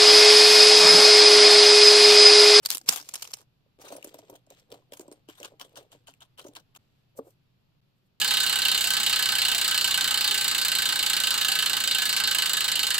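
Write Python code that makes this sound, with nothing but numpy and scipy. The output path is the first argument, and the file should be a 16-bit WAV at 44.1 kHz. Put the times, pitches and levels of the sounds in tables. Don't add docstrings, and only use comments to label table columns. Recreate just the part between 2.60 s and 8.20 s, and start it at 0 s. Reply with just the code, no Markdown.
import sys
import numpy as np
from scipy import signal
from scipy.fft import rfft, irfft
from scipy.io import wavfile
from scipy.ndimage import uniform_filter1d, minimum_filter1d

SR = 44100
rng = np.random.default_rng(int(sys.argv[2]) if len(sys.argv) > 2 else 0)


def decibels_to_gain(level_db):
    exponent = np.asarray(level_db, float) / 20
    return 10 ** exponent


def wav_out(sig):
    wavfile.write(sys.argv[1], SR, np.round(np.clip(np.atleast_2d(sig).T, -1, 1) * 32767).astype(np.int16))


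N = 246959


def unit(x):
    return x / np.sqrt(np.mean(x ** 2) + 1e-20)


def along(points, hz):
    point_hz, point_db = np.transpose(points)
    return np.interp(np.log(hz + 1), np.log(point_hz + 1), point_db)


def colour(x, gain):
    n = x.shape[-1]
    return unit(irfft(rfft(x) * gain(np.fft.rfftfreq(n, 1 / SR)), n))


def ports(n, alike):
    both, left, right = rng.standard_normal((3, n))
    alike = np.clip(alike, 0, 1)
    return np.sqrt(alike) * both + np.sqrt(1 - alike) * np.array([left, right])


def track(spans, column):
    t = np.arange(N) / SR
    gain = 0
    for rows in spans:
        rows = np.array(rows)
        gain = gain + decibels_to_gain(np.interp(t, rows[:, 0], rows[:, column], -200, -200))
    return gain


def grit(n, rate, spread_db, life):
    kicks = (rng.random(n) < rate / SR) * decibels_to_gain(spread_db * rng.exponential(size=n))
    decay = np.exp(-1 / (life * SR))
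    return unit(signal.lfilter([1], [1, -decay], kicks) + 0.4)


def steady(noise, envelope):
    x = noise * envelope
    return x * np.sqrt(np.sum(envelope ** 2) / np.sum(x ** 2, axis=1, keepdims=True))


def add(out, start, x):
    out[:, round(start * SR):][:, :x.shape[1]] += x


def stiff(x):
    return signal.sosfilt(signal.butter(3, 190, "high", fs=SR, output="sos"), x)


def ringing(modes, start, attack):
    t = np.maximum(np.arange(N) / SR - start, 0)
    ring = 0
    for hz, db, t60 in modes:
        ring = ring + decibels_to_gain(db - 60 * t / t60) * np.sin(2 * np.pi * hz * t)
    return ring * (1 - np.exp(-t / attack))


# (frequency [Hz], density [dB per Hz])
ROOM_SPECTRUM = [(20, -13.5), (50, -18), (91, -12), (120, -3), (160, -9), (205, -14.5), (331, -20.5),
                 (450, -24), (900, -28.5), (2100, -34.5), (2600, -29.5), (4500, -33)]
# (frequency [Hz], density [dB per Hz])
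MIC_HISS = [(6500, -45), (7500, -44), (10600, -64.5), (10900, -39.5), (15400, -47.5), (15700, -62.5)]
# (frequency [Hz], left-right likeness [0-1])
PORT_COHERENCE = [(60, 0.85), (130, 0.79), (290, 0.27), (640, 0.018)]
# (time [s], level [dB])
ROOM_LEVEL = [
    (0.0, -71.5),
    (4.18, -69),
    (5.6, -71.5),
]


def room():
    def level(f):
        return decibels_to_gain(along(ROOM_SPECTRUM + MIC_HISS, f))

    def split(f):
        angle = np.arccos(np.clip(along(PORT_COHERENCE, f), -1, 1)) / 2
        return np.array([np.cos(angle), np.sin(angle)])

    noise = rng.standard_normal((2, N))
    common, opposed = colour(noise, lambda f: level(f) * split(f))
    return decibels_to_gain(-1.0) * track([ROOM_LEVEL], column=1) * np.array([common + opposed, common - opposed])


# (frequency [Hz], level [dB], t60 [s])
JAR_MODES = [(279, -35, 0.093), (452, -32.5, 0.096), (510, -22, 0.0179), (1147, -36.5, 0.027)]
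# (time [s], hiss [dB], rattle [dB])
JAR_SCRAPE = [
    (4.552, -88, -70),
    (4.575, -50.5, -61.5),
    (4.592, -57.5, -36.5),
    (4.604, -104, -53),
    (4.645, -77, -64),
    (4.68, -66.5, -52.5),
    (4.745, -85, -101),
]
# (time [s], hiss [dB])
LID_RUBS = [
    (5.35, -95),
    (5.381, -86.5),
    (5.425, -101),
    (5.468, -81),
    (5.49, -99),
]
# (frequency [Hz], density [dB per Hz])
SKIN_FRICTION = [(3000, -23), (8000, -2), (10500, -7), (13500, -1.5), (15500, -13), (16300, -40.5)]
# (frequency [Hz], density [dB per Hz])
TOP_RATTLE = [(180, -39), (300, -5), (500, 5), (750, -7.5), (1200, -18), (2000, -37.5)]


def jar():
    friction = colour(ports(N, 0.082), lambda f: decibels_to_gain(along(SKIN_FRICTION, f)))
    hiss = track([JAR_SCRAPE, LID_RUBS], column=1) * friction
    rattle = track([JAR_SCRAPE], column=2) * colour(ports(N, 1.0), lambda f: decibels_to_gain(along(TOP_RATTLE, f)))
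    return hiss + rattle + stiff(ringing(JAR_MODES, start=4.5905, attack=0.0008))


# (time [s], pitch [Hz], level [dB], t60 [s])
HANDLE_KNOCKS = [
    (0.153, 310, -38, 0.022),
    (.211, 325, -55, 0.056),
    (.238, 258.8, -55.5, 0.069),
    (0.406, 298, -51.5, 0.092),
    (.211, 765, -49.5, 0.033),
    (.327, 786, -33.5, 0.036),
    (.374, 810, -60, .04),
    (.798, 484, -51, 0.027),
    (0.805, 419, -54, .03),
    (.818, 313, -53.5, 0.021),
]


def scissors():
    thump_modes = [(175.0, -38.5, 0.074), (470, -45, 0.06), (250, -50, 0.24), (69.0, -57.5, 0.23),
                   (794, -37.5, 0.04)]
    sound = ringing(thump_modes, start=0.2885, attack=0.00041)
    for s, hz, db, t60 in HANDLE_KNOCKS:
        sound = sound + ringing([(hz, db, t60)], start=s, attack=0.001)
    return sound


# (frequency [Hz], level [dB], t60 [s])
TOP_MODES = [(300.3, -10, 0.14), (416, -7, 0.064), (580, -4, 0.054), (762, -25.5, 0.28),
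             (940, -11.5, 0.047)]
# (time [s], peak [dB], strongest frequency [Hz])
POURED_CHIPS = [(1.0621, -57, 531), (1.2179, -44.5, 770), (1.2459, -37, 620), (1.3044, -35, 603),
                (1.3146, -35.5, 500), (1.3234, -26, 665), (1.3516, -32.5, 573), (1.3664, -37, 604),
                (1.3827, -38, 640), (1.4458, -32.5, 362), (1.4721, -35, 357), (1.5431, -33, 618),
                (1.5879, -34.5, 643), (1.697, -32, 540), (1.7342, -41.5, 540), (1.7495, -40, 648),
                (1.646, -54.5, 580)]
# (time [s], peak [dB], strongest frequency [Hz])
LATE_CHIPS = [(1.872, -51.5, 640), (1.9072, -44, 536), (1.9211, -43, 720), (2.124, -30, 492),
              (2.17, -51, 560), (1.98, -58, 600), (2.02, -57.5, 520), (2.142, -37.5, 696),
              (2.2, -61.5, 540), (2.222, -55, 1010), (2.456, -47, 475), (2.3224, -32.5, 490),
              (2.396, -31, 370), (2.41, -36.5, 351), (2.4814, -33.5, 356), (2.5156, -34, 366),
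              (2.6875, -31, 334), (2.8104, -34.5, 580), (2.92, -41, 548), (2.9371, -44, 452),
              (3.0487, -45, 536), (3.1862, -39, 548), (3.2108, -49, 470), (3.2465, -51, 614),
              (3.3496, -42, 470), (3.8496, -30.5, 365), (3.866, -35.5, 580), (3.8864, -35.5, 288)]


def knocks():
    out, t = np.zeros((2, N + SR)), np.arange(6000) / SR
    onset = 1 - np.exp(-t / 0.0007)
    jolts = [(s + delay_ms / 1000, knock_db, 676) for s, _, delay_ms, _, knock_db in FINGER_TAPS]
    for s, db, hz in POURED_CHIPS + LATE_CHIPS + jolts:
        luck = rng.standard_normal((len(TOP_MODES), 2))
        first_push = decibels_to_gain(-0.5 - 60 * t / 0.014)
        ring = np.sin(2 * np.pi * hz * t) * (decibels_to_gain(-60 * t / 0.048) + first_push)
        for (mode_hz, mode_db, t60), (level_luck, pitch_luck) in zip(TOP_MODES, luck):
            detune = 1 + 0.04 * pitch_luck
            decay = decibels_to_gain(mode_db + 3 * level_luck - 60 * t / t60)
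            ring = ring + decay * np.sin(2 * np.pi * mode_hz * detune * t)
        add(out, s, decibels_to_gain(db - 8.5) * ring[None] * onset)
    return stiff(stiff(out[:, :N]))


# (time [s], crackle [dB])
FOIL_BENDING = [
    (.03, -61.5),
    (.16, -55),
    (.21, -70),
    (.255, -67),
    (.283, -36.5),
    (.42, -56.5),
    (.52, -56),
    (.65, -51),
    (.82, -66.5),
    (.85, -82),
]
# (time [s], length [s], crackle [dB], rattle of the top [dB])
CHIP_SLIDES = [(1.19, 0.26, -64.5, -56.5), (1.457, 0.065, -67.5, -76), (1.544, 0.012, -76, -61),
               (1.572, 0.078, -69.5, -60), (1.683, 0.074, -74, -59.5), (1.906, 0.022, -63, -59),
               (1.973, 0.016, -66.5, -70), (2.116, 0.029, -63.5, -51.5), (2.317, 0.25, -75, -61.5),
               (2.71, 0.025, -61.5, -82), (2.808, 0.035, -58, -51), (2.994, 0.14, -79, -65),
               (3.171, 0.034, -65, -55.5), (3.326, 0.026, -66, -66), (2.86, 0.013, -74.5, -68.5),
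               (3.097, 0.055, -84.5, -82), (3.523, .05, -82, -90), (4.19, 0.22, -84.5, -94.5),
               (2.174, 0.023, -83.5, -82.5), (3.796, .18, -81, -64.5)]


def handling():
    s, length, crackle_db, rattle_db = np.transpose(CHIP_SLIDES)[:, :, None]
    start_db_per_s, stop_db_per_s = 906, 270
    t = np.arange(0, N / SR, 0.002)
    fade_db = -start_db_per_s * np.maximum(s - t, 0) - stop_db_per_s * np.maximum(t - s - length, 0)
    sample_t = np.arange(N) / SR
    crackle = np.interp(sample_t, t, decibels_to_gain(crackle_db + fade_db).sum(axis=0))
    rattle = np.interp(sample_t, t, decibels_to_gain(rattle_db + fade_db).sum(axis=0))
    bent = track([FOIL_BENDING], column=1)
    hand = decibels_to_gain(-68) * (bent / decibels_to_gain(-57)) ** 0.58
    return crackle + bent, rattle + hand


# (frequency [Hz], density [dB per Hz])
SLOW_CRACKLE = [(1300, -19.5), (2300, -5.5), (3500, -6), (5300, -2.5), (7500, -5.5), (10100, -11),
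                (14500, -9), (16000, -27)]
# (frequency [Hz], density [dB per Hz])
CHIP_FRICTION = [(1500, -8.5), (3300, -1), (5500, -10.5), (8500, -8), (10300, -54), (13000, -8),
                 (16000, -55)]


def rustle():
    cutting = np.arange(N) < 1.0 * SR
    cut_creaks = grit(N, rate=1100, spread_db=3, life=0.0012)
    pour_creaks = grit(N, rate=1400, spread_db=2.5, life=0.001)
    creaks = np.where(cutting, cut_creaks, pour_creaks)
    blades = colour(ports(N, 0.18), lambda f: decibels_to_gain(along(SLOW_CRACKLE, f)))
    pouring = colour(ports(N, 0.44), lambda f: decibels_to_gain(along(CHIP_FRICTION, f)))
    air = colour(ports(N, 0.93), lambda f: decibels_to_gain(along(BAG_AIR, f)))
    crackle = creaks * (np.where(cutting, blades, pouring) + decibels_to_gain(-15) * air)
    bumps = grit(N, rate=110, spread_db=3, life=0.005)
    rattle = bumps * colour(ports(N, 1.0), lambda f: decibels_to_gain(along(TOP_RATTLE, f)))
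    crackle_gain, rattle_gain = handling()
    return decibels_to_gain(0.5) * crackle_gain * crackle + rattle_gain * rattle


# (frequency [Hz], density [dB per Hz])
BAG_AIR = [(300, -29), (600, -4.5), (1000, 0.5), (1600, -2), (2600, -34.5)]


def pops(rows, sheet, ring_db, trim_db, low_db, after_db, after_t60, rise_db, fall_db, gritty, ring_gain_db=2):
    out, t = np.zeros((2, N + SR)), np.arange(4096) / SR - 0.02
    for s, db, hz, rel_db, width, *pan_db in rows:
        ripple = rng.standard_normal(60)

        def crease_gain(f):
            uneven_db = 4 * np.interp(f / 450, np.arange(len(ripple)), ripple)
            resonance = 1 + decibels_to_gain(ring_db) / (1 + ((f - hz) / (0.063 * hz)) ** 2)
            return decibels_to_gain(along(sheet, f) + uneven_db) * resonance

        creaks = grit(len(t), rate=1800, spread_db=3, life=0.0006)
        burst = decibels_to_gain(np.where(t < 0, rise_db * t / width, -fall_db * np.abs(t / width) ** 0.85))
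        after = decibels_to_gain(after_db - 60 * t / after_t60) * (t > 0) * np.cos(np.pi / 2 * t / t[-1])
        modes_hz = np.append(hz, rng.uniform(4000, 14000, 2))[:, None]
        mode_decay = decibels_to_gain(-np.abs(t) * modes_hz * np.where(t < 0, 6, 2.2))
        click = np.sin(2 * np.pi * modes_hz * t) * mode_decay
        click = (click * [[1.3], [0.6], [0.6]]).sum(axis=0) / (1 + (width / 0.003) ** 4)
        click = decibels_to_gain(ring_gain_db) * click
        sheet_noise = colour(ports(len(t), 0.15), crease_gain)
        roughness = creaks ** (gritty * min(width / 0.0024, 1))
        high = steady(sheet_noise * roughness, burst) + sheet_noise * after * creaks + click
        low = steady(colour(ports(len(t), 0.9), lambda f: decibels_to_gain(along(BAG_AIR, f))), burst + after)
        side = decibels_to_gain(np.sum(pan_db) * np.array([[0.5], [-0.5]]))
        add(out, s + t[0], decibels_to_gain(db + trim_db) * side * (high + decibels_to_gain(rel_db + low_db) * low))
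    return out[:, :N]


# (time of touch [s], touch [dB], delay until the bag gives [ms], jolt [dB], knock below [dB])
FINGER_TAPS = [
    (2.6876, -40.5, 9.9, -40, -55),
    (2.8307, -30.5, 19, -30, -40),
    (2.9978, -36, 16, -30.5, -38),
    (3.1579, -41, 14.6, -34.5, -36.5),
    (3.3183, -43, 10.4, -45, -43.5),
    (3.4715, -42.5, 13.7, -38.5, -39.5),
    (3.6065, -43.5, 15.2, -39.5, -54.5),
    (3.7785, -44.5, 15, -34, -54.5),
    (3.9526, -36.5, 15.4, -32.5, -43),
    (4.1507, -43.5, 13, -40, -48),
]
# (frequency [Hz], density [dB per Hz])
TAPPED_SIDE = [(1060, -60), (1800, -26), (3050, -1), (4870, -8), (8320, -9), (12800, -15.5), (15300, -19),
               (16300, -27)]
# (frequency [Hz], density [dB per Hz])
BAG_FOIL = [(1060, -59), (1800, -14), (3050, -8), (4870, -10), (8320, -8), (12800, -12), (14200, -15.5),
            (15300, -10), (16300, -28)]


def taps():
    touch_hz, touch_low_db, touch_s = 3030, -18, 1.65 / 1000
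    jolt_hz, jolt_low_db, jolt_s = 3070, 4.5, 8.7 / 1000
    settle_s, settle_db = 31 / 1000, -18.5
    touches, jolts = [], []
    for s, touch_db, delay_ms, jolt_db, _ in FINGER_TAPS:
        jolt = s + delay_ms / 1000
        touches.append((s, touch_db, touch_hz, touch_low_db, touch_s))
        jolts.append((jolt, jolt_db, jolt_hz, jolt_low_db, jolt_s))
        jolts.append((jolt + settle_s, jolt_db + settle_db, jolt_hz, jolt_low_db, jolt_s / 2))
    thin = pops(touches, BAG_FOIL, ring_db=3.0, trim_db=-7.5, low_db=-4.0, after_db=-22.5, after_t60=0.11,
                rise_db=36, fall_db=5.5, gritty=0.94)
    wide = pops(jolts, TAPPED_SIDE, ring_db=-10, trim_db=-8.5, low_db=-9.5, after_db=-24, after_t60=0.091,
                rise_db=11, fall_db=8.5, gritty=1.0)
    return thin + wide


def creases(rows, low_db, low_per_db, low_per_octave):
    out = []
    for s, db, hz, ms, *pan_db in rows:
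        air_db = low_db - low_per_db * (db + 30) + low_per_octave * np.log2(ms / 4)
        out.append((s, db, hz, air_db, ms / 1000, *pan_db))
    return out


# (frequency [Hz], density [dB per Hz])
CUT_FOIL = [(1300, -17.5), (2300, -9), (3500, -7), (5300, -5), (7500, -4.5), (10100, -9.5), (14500, -8),
            (16000, -23.5)]
# (time [s], peak [dB], ring [Hz], width [ms], left-right [dB])
FIRST_BITE_POPS = [(0.0318, -49, 4470, 10, -1.5), (0.054, -27, 3462, 2, -3), (0.0603, -12, 4450, 2.4, 1.3),
                   (0.0632, -26, 4590, 4.4, 0), (.051, -26.5, 4000, 2.3, -1.5),
                   (0.0892, -34, 4855, 4.5, -13), (0.104, -6.5, 9144, 0.47, 5.5),
                   (0.1068, -24.5, 4766, 15, -3.5), (0.1146, -19, 5713, 1.6, 8),
                   (0.122, -26.5, 4163, 5.6, 3.5), (.1285, -25.5, 4524, 8.2, 0),
                   (0.1374, -28, 3527, 0.88, 6), (0.149, -20.5, 11100, 6.3, -1),
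                   (0.1554, -26.5, 3710, 2.5, 1.5), (0.1715, -24.5, 13300, 1.7, 5.5),
                   (0.1811, -24, 9450, 1.4, -6.5), (0.1903, -44.5, 7220, 2.2, -8),
                   (0.2141, -41, 4810, 2.1, 6.5)]
# (time [s], peak [dB], ring [Hz], width [ms], left-right [dB])
SECOND_BITE_POPS = [(0.2892, -5.5, 5147, 1.06, -1), (0.2921, -4.5, 7110, 2.14, -4.5),
                    (0.296, -27, 6827, 16, 1), (.31, -27.5, 5992, 10, -1), (0.3249, -23.5, 7060, 9.4, 3.5),
                    (0.3335, -26.5, 6910, 15.6, 1.5), (0.3388, -27.5, 13030, 3.3, 2.5),
                    (0.3611, -22.5, 12070, 4.3, 7.5), (0.3748, -28, 3153, 7.5, 1.56),
                    (0.3845, -37.5, 3526, 11, -2), (0.4006, -36.5, 5100, 8.7, 5.5),
                    (0.4135, -35.5, 5900, 1.3, -8), (0.427, -40, 5700, 1.9, -3.5)]
# (time [s], peak [dB], ring [Hz], width [ms], left-right [dB])
SPRING_POPS = [(.4895, -26.5, 7100, 2.3, -3), (.4935, -42, 6400, 2.7, 2), (.5392, -24, 7400, 2.2, -1),
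               (.5420, -23, 9500, 2.8, -6), (.5455, -30.5, 5150, 3.6, 4), (.5566, -23.5, 5430, 3.9, -1),
               (.56, -39, 4900, 9.1, -3), (.578, -41, 5730, 2.3, 0), (.6228, -26, 7000, 1.4, -11),
               (.6255, -24, 2980, 3.5, 4), (.646, -37, 5650, 4.1, -8), (.6525, -37, 3200, 3, 5),
               (.6755, -34.5, 6200, 2.5, -6), (.7098, -40, 7260, 2.1, -6), (.7171, -40, 6160, 2, -1),
               (.7335, -38, 3020, 1.6, -4), (.7368, -21, 5320, 0.93, -3), (.7395, -26, 5500, 4.1, -6),
               (.7715, -45, 8240, 2.7, -2.5), (.7883, -50, 3180, 3.4, -5.5), (.8076, -51, 3150, 2.9, -5.5),
               (.8146, -50.5, 7440, 2.9, -4), (.8271, -60, 3140, 3.2, -9)]
# (time [s], peak [dB], ring [Hz], width [ms])
SHAKE_TICKS = [(1.2169, -42.5, 5780, 11), (1.251, -43, 3120, 6.8), (1.2626, -45.5, 3870, 35),
               (1.285, -36.5, 6230, 5.6), (1.3257, -37, 2550, 12.7), (1.3662, -32, 9900, 3.4),
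               (1.3868, -67, 9300, 3.8), (1.4278, -36, 2660, 1.4), (1.4451, -27, 11400, 1.8),
               (1.4782, -43.5, 7600, 4.9), (1.5442, -38.5, 14300, 4.1), (1.5888, -42, 5900, 5.1),
               (1.7003, -40.5, 12800, 3.6), (1.7569, -41.5, 3290, 3.7), (1.9039, -39.5, 7020, 1.7),
               (2.3724, -38, 6800, 4.1), (2.3959, -32, 7600, 1.6), (2.4097, -41, 6640, 6.6),
               (2.4806, -48, 7850, 1.6), (2.5254, -40, 8740, 4.1), (2.7838, -47, 3620, 16),
               (2.8019, -37, 7300, 1.9), (3.05, -46.5, 3300, 8), (3.1768, -43, 3234, 3.6),
               (3.5391, -47, 2710, 0.65), (3.8452, -48, 3030, 11), (3.868, -42.5, 6230, 5),
               (3.8833, -41, 6940, 1.93), (4.5765, -49.5, 13430, 1.6), (4.7055, -55.5, 11900, 3.9)]
# (time [s], peak [dB], ring [Hz], width [ms])
STRAY_TICKS = [(1.1844, -54, 3240, 2.5), (1.2234, -45.5, 2990, 2.7), (1.304, -44, 3900, 2.6),
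               (1.3523, -45, 9300, 2.9), (1.4726, -42, 8050, 1.8), (1.493, -45.5, 3190, 4.9),
               (1.7407, -52, 3050, 2.8), (1.8666, -57, 7540, 2.5), (1.9235, -54, 2530, 2.5),
               (1.948, -55, 3880, 2.5), (1.9844, -58, 2990, 3.1), (1.9978, -50, 5400, 2.7),
               (2.1046, -49.5, 3750, 1.7), (2.7544, -49, 3210, 3.3), (2.9217, -63.5, 2510, 3.4),
               (3.0946, -56, 2970, 2), (3.129, -60.5, 3060, 2.7), (3.2292, -51, 2990, 2.5),
               (3.507, -51, 3320, 2), (3.8144, -43.5, 4130, 3.8), (3.8274, -49, 3200, 2.8),
               (3.9358, -53, 3400, 2.3), (4.0004, -52, 3160, 2.3)]
# (time [s], peak [dB], ring [Hz], width [ms])
WRIST_FLICKS = [
    (2.1185, -36, 3460, 1.6),
    (2.1242, -38, 3140, 2.4),
    (2.1424, -45, 3920, 3.7),
    (2.3225, -37, 3300, 1.9),
    (2.3363, -32, 3530, 3.26),
    (2.5158, -42.5, 6930, 1.9),
]


def foil():
    cut = (creases(FIRST_BITE_POPS, low_db=-17, low_per_db=0.38, low_per_octave=1.6)
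           + creases(SECOND_BITE_POPS, low_db=-10.5, low_per_db=0.33, low_per_octave=0.073)
           + creases(SPRING_POPS, low_db=-12.5, low_per_db=0.5, low_per_octave=0.86))
    shaken = (creases(SHAKE_TICKS, low_db=-11.0, low_per_db=0.0566, low_per_octave=3.6)
              + creases(STRAY_TICKS, low_db=-16, low_per_db=0.16, low_per_octave=1.5)
              + creases(WRIST_FLICKS, low_db=-5.0, low_per_db=0.06, low_per_octave=2.8))
    cut_pops = pops(cut, CUT_FOIL, ring_db=1.5, trim_db=-4.0, low_db=-0.07, after_db=-26.5, after_t60=0.13,
                    rise_db=27.5, fall_db=11, gritty=0.6, ring_gain_db=-1)
    shaken_pops = pops(shaken, BAG_FOIL, ring_db=8.0, trim_db=-7.0, low_db=-2.0, after_db=-22.0,
                       after_t60=0.24, rise_db=16, fall_db=8.5, gritty=0.5)
    before_jar = np.arange(N) < (JOINTS[2][0] + JOINT_FADE_S) * SR
    return cut_pops + shaken_pops + taps() * before_jar


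# (time [s], length [s])
JOINTS = [
    (1.1805, .0065),
    (1.191, 0.0033),
    (4.176, 0.0093),
    (5.207, 0.0064),
]
JOINT_FADE_S = 0.0018


def joints():
    t = np.arange(N) / SR
    dip_db = 0
    for s, length in JOINTS:
        inside = np.minimum(t - s, s + length - t)
        dip_db = dip_db - 22 * np.clip(inside / JOINT_FADE_S + 0.5, 0, 1)
    return decibels_to_gain(dip_db)


def treble_gaps(x):
    hz, _, z = signal.stft(x, SR, nperseg=256)
    power = uniform_filter1d(np.mean(np.abs(z) ** 2, 0), size=7, axis=0)
    band_db = 10 * np.log10(np.abs(power) + 1e-16)
    snap_db = -minimum_filter1d(-band_db, size=15, axis=1)
    luck = np.kron(rng.standard_normal((26, z.shape[2] // 2 + 1)), np.ones((5, 2)))
    luck = luck[:len(hz), :z.shape[2]]
    margin_db = uniform_filter1d(band_db, size=2, axis=1) - snap_db + 25
    loss = 1 / (1 + np.exp(np.clip(margin_db / 1.5, -30, 30)))
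    keep = 1 - (luck < -0.45) * (margin_db > -14) * loss
    treble = hz[:, None] > 2500
    return signal.istft(z * np.where(treble, keep, 1), SR, nperseg=256)[1][:, :N]


# (frequency [Hz], left-right [dB])
PORT_COLOUR = [(700, -0.4), (1300, 6), (2500, 6.5), (5000, -1), (8500, -1), (13000, 1.5)]


def scene():
    moving = np.abs(np.arange(N) / SR - (JOINTS[0][0] - 0.05)) > 0.05
    near = stiff(foil()) + rustle() * moving + knocks() + jar() + scissors()
    padded = N + 801
    hz = np.fft.rfftfreq(padded, 1 / SR)
    lag = 10
    tilt = decibels_to_gain(along(PORT_COLOUR, hz) / 2) * np.exp(1j * np.pi * hz * lag / SR)
    notch = decibels_to_gain(-7.5 / (1 + ((hz - 10100) / 260) ** 2))
    cutting = np.arange(N) < JOINTS[0][0] * SR
    spectrum = rfft(near * cutting, padded) + notch * rfft(near * ~cutting, padded)
    return irfft(spectrum * [tilt, 1 / tilt], padded)[:, :N] + room()


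def roll_off(x):
    return signal.sosfilt(signal.butter(12, 16470, fs=SR, output="sos"), x)


def record(dry):
    clipped = np.clip(treble_gaps(dry) * joints(), -0.97, 0.97)
    limit = signal.butter(12, 15950, fs=SR, output="sos")
    mix = signal.sosfiltfilt(limit, clipped)
    return roll_off(mix)


dry = scene()
out = record(dry)
wav_out(out)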